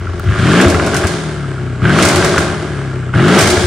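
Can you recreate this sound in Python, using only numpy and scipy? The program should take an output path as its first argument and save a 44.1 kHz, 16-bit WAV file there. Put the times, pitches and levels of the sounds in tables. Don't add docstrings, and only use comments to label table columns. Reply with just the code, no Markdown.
import sys
import numpy as np
from scipy import signal
from scipy.fft import rfft, irfft, next_fast_len
from scipy.io import wavfile
from scipy.ndimage import uniform_filter1d

SR = 44100
rng = np.random.default_rng(int(sys.argv[2]) if len(sys.argv) > 2 else 0)


def ratio_of_db(decibels):
    return 10 ** (np.asarray(decibels, float) / 20)


def store_wav(level_fs):
    pcm = np.round(np.clip(np.atleast_2d(level_fs), -1, 1) * 32767)
    wavfile.write(sys.argv[1], SR, pcm.T.astype(np.int16))


N = 161406


def in_time(rows):
    seconds, *columns = np.transpose(rows)
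    return [np.interp(np.arange(N) / SR, seconds, c) for c in columns]


def strikes(rows):
    seconds, *levels_db = np.transpose(rows)
    tracks = np.zeros((len(levels_db), N))
    tracks[:, (seconds * SR).astype(int)] = ratio_of_db(np.array(levels_db))
    return tracks


def rms_one(x):
    return x / np.sqrt(np.mean(x ** 2) + 1e-20)


def at_hz(points, hz):
    table_hz, value = np.transpose(points)
    return np.interp(np.log(hz), np.log(table_hz), value)


def butter(x, order, hz, kind="low"):
    return signal.sosfilt(signal.butter(order, hz, kind, fs=SR, output="sos"), x)


def drift(rate_hz):
    r = np.exp(-80 * np.pi * rate_hz / SR)
    slow = signal.lfilter([1], [1, -2 * r, r * r], rng.standard_normal(N // 40 + 2002))[2000:]
    return np.interp(np.arange(N) / 40, np.arange(len(slow)), rms_one(slow))


def dying(clicks, t60):
    return signal.lfilter([1], [1, -ratio_of_db(-60 / (t60 * SR))], clicks + 1e-18)


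# frequency in Hz, likeness from 0 to 1.
LIKENESS = [(60, 0.83), (240, 0.8), (950, 0.78), (3770, 0.56), (15000, 0.025)]


def coloured(spectrum):
    hz = np.maximum(np.fft.rfftfreq(N, 1 / SR), 1)
    alike = np.clip(at_hz(LIKENESS, hz), 0, 1)
    mid, side = rfft(rng.standard_normal((2, N))) * ratio_of_db(at_hz(spectrum, hz))
    return rms_one(irfft(np.sqrt(1 + alike) * mid + np.sqrt(1 - alike) * side * [[1], [-1]], N))


# time in seconds, speed in turns per second.
CRANK = [(0, 23.1), (.22, 20.7), (.3, 26.03), (.39, 27.08), (.47, 42.62), (.535, 55.13), (.61, 63.56),
         (.685, 72.46), (1.0, 45.52), (1.2, 40), (1.49, 34), (1.81, 29.87), (1.926, 49.77), (2.03, 62.06),
         (2.45, 43.23), (2.6, 38.33), (2.77, 34.92), (3.125, 30.52), (3.256, 51.75), (3.31, 59), (3.38, 68),
         (3.66, 53.2)]


def crank_speed():
    return in_time(CRANK)[0]


ORDER = np.array([1, 1.5, 2, 2.5, 3, 3.5, 4, 4.5, 5, 6, 7, 8, 9])
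LOAD_DB = [-26, -20, -9, -19, 1, -18, -3, -17, -6, -13, -12, -17, -20]
COAST_DB = [-52, -44, -30, -41, -29, -40, -22, -42, -32, -38, -42, -42, -40]
# frequency in Hz, level in dB.
ORDER_COLOUR = [(60, -4), (90, 4.5), (130, 0.5), (190, 2.5), (240, -3), (295, 4.5), (355, 7), (430, 5)]


def orders(crank_hz, burble_db):
    load, turns = throttle(), np.cumsum(crank_hz) / SR
    coast = ratio_of_db(-0.8 * np.maximum(burble_db + 23.5, 0))
    out = 0
    for k, load_db, coast_db in zip(ORDER, LOAD_DB, COAST_DB):
        level = load * ratio_of_db(load_db + at_hz(ORDER_COLOUR, k * crank_hz)) + coast * ratio_of_db(coast_db)
        wobble_db = 1.2 + 0.9 * np.clip(k - 4.2, 0, 3)
        wobble = ratio_of_db(wobble_db * drift(6 * np.sqrt(k)))
        phase = rng.uniform(0, 2 * np.pi)
        out = out + np.sqrt(2) * level * wobble * np.sin(2 * np.pi * k * turns + phase)
    return out


CYLINDER_DB = [-1, -2, -3, -8, -2, -0.5, -6, -2]


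def firings(turns):
    count = np.arange(1, 800)
    timing, strength, sign = rng.standard_normal((3, len(count)))
    at = np.interp((count + 0.17 * timing) / 4, turns, np.arange(N)).astype(int)
    level = ratio_of_db(np.array(CYLINDER_DB)[count % 8] + 2.2 * strength)
    clicks = np.zeros(N)
    np.add.at(clicks, at, (at < N - 1) * np.sign(sign) * level)
    return clicks / np.sqrt(uniform_filter1d(clicks ** 2, size=8820) + 1e-9)


def gas_gate(clicks):
    puffs = uniform_filter1d(dying(abs(clicks), 0.013), size=60)
    return 0.76 + 0.24 * rms_one(puffs)


# frequency in Hz, width in Hz, level in dB.
PIPE = [(85, 22.2, 1), (159.5, 45, -1.5), (215.3, 33.7, -3.5), (284.7, 32.3, -4.5), (360.2, 17.7, 4),
        (426.3, 37, -4), (573.3, 51, -7.5), (657.5, 35.7, -4.5), (780, 131, -12), (1170, 270, -14),
        (1390, 180, -12), (1610, 239, -12.5), (2018, 654, -22), (2980, 770, -25)]


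def pipes(x, rasp, body=1, deep=1):
    out = 0
    for k, (hz, width, db) in enumerate(PIPE):
        r = np.exp(-np.pi * width / SR)
        top = [(1 - r * r) / 2, 0, (r * r - 1) / 2]
        bottom = [1, -2 * r * np.cos(2 * np.pi * hz / SR), r * r]
        rung, share = signal.lfilter(top, bottom, x + 1e-18), 1
        if hz > 900:
            rung, share = signal.lfilter(top, bottom, rung), rasp
        elif hz > 500:
            share = body
        elif hz < 250:
            share = deep
        out = out + (-1) ** k * ratio_of_db(db) * rung * share
    return out


# time in seconds, firing burble in dB, rasp against burble in dB, gas flow in dB.
EFFORT = [(0, -26, 0.5, -46), (.22, -25, -3.5, -42.5), (.3, -23.5, 6.5, -39.5), (.44, -18, 6, -31.5),
          (.62, -10.5, 3.5, -25.5), (.7, -12, -6.5, -31.5), (1.06, -16, -1.5, -31.5),
          (1.13, -20, -1.5, -31), (1.44, -26.5, 0.5, -42.5), (1.8, -25.5, -3, -46), (1.85, -18, 7, -36.5),
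          (2.03, -10.5, 0.5, -24), (2.42, -13.5, -2, -29), (2.56, -21, 0.5, -36.5),
          (3.125, -27.5, -0.5, -47.5), (3.15, -18.5, 5.5, -37), (3.39, -9, 3.5, -23),
          (3.66, -16.5, -7, -26.5)]


def exhaust_effort():
    return in_time(EFFORT)


def burble(clicks, gate, burble_db, rasp_db):
    steady = ratio_of_db(-5 * np.minimum(throttle() / ratio_of_db(-17), 1))
    steady = steady * ratio_of_db(-2.5 * np.clip((-20 - burble_db) / 3, 0, 1))
    gas = butter(rng.standard_normal(N), 2, [950, 3500], "band")
    drive = butter(clicks, 2, 680) + gate * gas
    body = ratio_of_db(0.3 * (burble_db + 19.5))
    piped = pipes(drive, ratio_of_db(rasp_db), body, steady) / np.std(pipes(drive, 0.68))
    return ratio_of_db(burble_db) * piped * gate ** 0.42


# frequency in Hz, level in dB per Hz.
HISS = [(1060, 0.5), (1800, -2), (2290, -2), (2630, -9.5), (3290, -3.5), (9420, -16.5), (10700, -23.5),
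        (13000, -55)]


def air(turns, flow_db, gate):
    hiss = coloured(HISS)
    hiss = hiss + butter(hiss, 1, 5900, "high") * (ratio_of_db(0.32 * (flow_db + 52)) - 1)
    hiss = ratio_of_db(flow_db + 5) * hiss
    sizzle = butter(rng.standard_normal((2, N)), 2, 12000, "high")
    sizzle = ratio_of_db(-43 + 2.3 * (flow_db + 27.5)) * sizzle
    slow = rms_one(butter(rng.standard_normal((2, N)), 2, 700))
    whoosh = ratio_of_db(-52 + 0.6 * (flow_db + 48)) * slow * np.sin(2 * np.pi * 245 * turns)
    whoosh = butter(whoosh, 8, 9800)
    roar = rms_one(butter(rng.standard_normal(N), 3, [1580, 3700], "band"))
    throat_hz = 2070
    note = rms_one(butter(rng.standard_normal(N), 3, [0.985 * throat_hz, 1.08 * throat_hz], "band"))
    intake = throttle() * (ratio_of_db(-14 + 0.82 * (flow_db + 34.5)) * roar + ratio_of_db(-21) * note)
    return gate * (hiss + sizzle + intake) + whoosh


# time in seconds, peak in dB, pitch in Hz.
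PINGS = [(0.07, -13, 1390), (0.0923, -21, 1170), (0.132, -18, 1320), (0.1955, -15.5, 1390),
         (0.287, -28, 1350), (0.377, -16, 1380), (0.395, -10, 1580), (0.4578, -13, 1610),
         (0.4875, -7, 1110), (0.5152, -6, 1630), (0.5576, -6, 1690), (0.6, 0, 1250), (0.6726, -5, 1240),
         (0.7238, -8.5, 1630), (0.7965, -29, 1341), (0.874, -16, 1507), (0.934, -10, 1490),
         (0.9547, -8, 1559), (1.0086, -16, 1620), (1.036, -10, 1470), (1.0597, -13, 1110),
         (1.4424, -19, 1320), (1.58, -17, 1390), (1.6075, -28, 1580), (1.676, -21, 1330),
         (1.7501, -24, 1407), (1.7976, -23, 1120), (1.8175, -16, 1300), (1.8531, -2, 1574),
         (1.9009, -3, 1536), (1.9628, -5, 1126), (2.0545, -1, 1407), (2.1241, -12, 1310),
         (2.2059, -9, 1608), (2.2238, -9, 1459), (2.3414, -6, 1211), (2.3711, -4.5, 1460),
         (2.7741, -22, 1346), (2.9136, -23, 1309), (2.9362, -27, 1444), (3.026, -20, 1430),
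         (3.091, -17.5, 1350), (3.137, -9.5, 1440), (3.1934, -9, 1509), (3.238, -2, 1417),
         (3.2988, -1, 1345), (3.3376, -5, 1373), (3.3718, -7, 1320), (3.5682, -12.5, 1460),
         (3.6377, -8, 1590)]


def pings():
    out, t = np.zeros(N + 900), np.arange(900) / SR
    rise = t / 0.0024
    shape = (rise * np.exp(1 - rise)) ** 2
    for s, db, hz in PINGS:
        start = int(s * SR)
        out[start:start + len(t)] += ratio_of_db(db - 3.5) * shape * np.sin(2 * np.pi * hz * t)
    return out[:N]


# time in seconds, rap peak in dB, boom in dB.
BANGS = [(0.0717, -29, -26), (0.1947, -25, -35), (0.2875, -15.5, -13), (0.3959, -23, -11),
         (0.4616, -14, -31), (0.6, -3, -24), (0.6594, -31, -5.5), (0.7445, -10, -12), (0.7973, -9, -41),
         (0.8738, -17, -19), (0.9348, -14, -24), (0.9477, -7.5, -33), (1.0372, -13, -15), (1.05, -9, -20.5),
         (1.8522, -12, -27), (1.9007, -16, -16), (1.9868, -2, -37), (2.0984, -9, -35), (2.2244, -9, -32),
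         (2.249, -11, -22), (2.3786, -4, -13.5), (2.4892, -41, -18), (3.1367, -16, -12), (3.1949, -7, -38),
         (3.4222, -11, -15.5), (3.5296, -15, -15), (3.5686, -6, -13.5), (3.6385, -21, -11.5)]


def thumps():
    rap, boom = strikes(BANGS)
    puffs = butter(ratio_of_db(20) * rap + dying(rap, 0.046) * rng.standard_normal(N), 2, 3000)
    boom_hz, boom_t60_s = 90, 0.13
    r, w = ratio_of_db(-60 / (boom_t60_s * SR)), 2 * np.pi * boom_hz / SR
    booms = signal.lfilter([0, np.sin(w)], [1, -2 * r * np.cos(w), r * r], boom + 1e-18)
    return ratio_of_db(15) * pipes(puffs, 2.92) + ratio_of_db(8) * butter(booms, 2, 2 * boom_hz)


# time in seconds, peak in dB.
CRACKS = [(0.197, -36), (0.2984, -28), (0.3904, -28), (0.4627, -26), (0.5188, -18), (0.6135, -10.5),
          (0.6823, -12.5), (0.7003, -12), (0.7444, -21), (0.8634, -14), (0.944, -10.5), (0.9658, -9),
          (1.0391, -19), (1.07, -11.5), (1.8945, -23), (1.988, -12), (2.0251, -3), (2.0519, -3.5),
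          (2.0865, -6), (2.159, -6.5), (2.2457, -6), (2.3808, -8), (2.4092, -39), (3.2816, -17.5),
          (3.3526, -27), (3.3886, -1), (3.4094, -6), (3.4243, -10), (3.4742, -7), (3.5024, -5.5)]
# frequency in Hz, level in dB per Hz.
CRACK = [(1180, -32), (2000, 6), (2320, 5), (3680, -4), (4860, 2.5), (9010, 0), (16000, -24)]


def cracks():
    crack, = strikes(CRACKS)
    return ratio_of_db(-9) * (dying(crack, 0.12) + dying(crack, 0.006)) * coloured(CRACK)


def tick():
    click, = strikes([(0.197, -10)])
    return butter(click, 2, 1200, "high")


# opening time in seconds, shutting time in seconds, level in dB.
BLIPS = [
    (0.252, 0.334, -18),
    (0.372, 0.69, -15.5),
    (1.814, 2.04, -16.5),
    (3.138, 3.378, -15.5),
]


def throttle():
    t = np.arange(N) / SR
    open_s, shut_s = 0.01, 0.0073
    out = 0
    for opens, shuts, db in BLIPS:
        ramp = np.minimum((t - opens) / open_s, (shuts - t) / shut_s + 1)
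        out = out + ratio_of_db(db) * np.clip(ramp, 0, 1)
    return out


def shop(x):
    t60_s, wall_cut_hz = 0.75, 1500
    size = next_fast_len(N + SR)
    hz, spectrum, out = np.fft.rfftfreq(size, 1 / SR), rfft(x, size), []
    for lags, low_hz in zip(rng.uniform(0.02, 0.055, (2, 8)), (500, 1500)):
        wet = 0
        for k, lag in enumerate(lags):
            delay = np.exp(-2j * np.pi * hz * lag)
            loss = ratio_of_db(-60 * lag / t60_s) / (1 + 1j * hz / wall_cut_hz * lag * 20)
            wet = wet + (-1) ** k * delay / (1 - loss * delay)
        less_bass = 1j * hz / (low_hz + 1j * hz)
        out.append(irfft(wet * spectrum * less_bass, size)[:N] / np.sqrt(8))
    mid, side = out
    return ratio_of_db(-12) * np.array([mid + side, mid - side])


def scene():
    crank_hz = crank_speed()
    turns = np.cumsum(crank_hz) / SR
    burble_db, rasp_db, flow_db = exhaust_effort()
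    clicks = firings(turns)
    gate = gas_gate(clicks)
    low = orders(crank_hz, burble_db) + burble(clicks, gate, burble_db, rasp_db)
    low = low + pings() + thumps() + tick()
    bass_lean = ratio_of_db([[1.6], [-1.6]]) - 1
    dry = low + butter(low, 1, 450) * bass_lean + cracks() + air(turns, flow_db, gate)
    return dry + shop(dry.mean(axis=0))


def top_cut(x):
    return signal.sosfilt(signal.butter(12, 15900, fs=SR, output="sos"), x)


def record(dry):
    x = butter(dry, 2, 60.5, "high")
    x = x - 0.1 * butter(x, 1, [6000, 11000], "band") * [[1], [-1]]
    ceiling, knee = 0.95, 3
    x = x / (1 + abs(x / ceiling) ** knee) ** (1 / knee)
    x = signal.sosfilt(signal.cheby2(10, 60, 17600, fs=SR, output="sos"), x)
    return top_cut(x)


dry = scene()
out = record(dry)
store_wav(out)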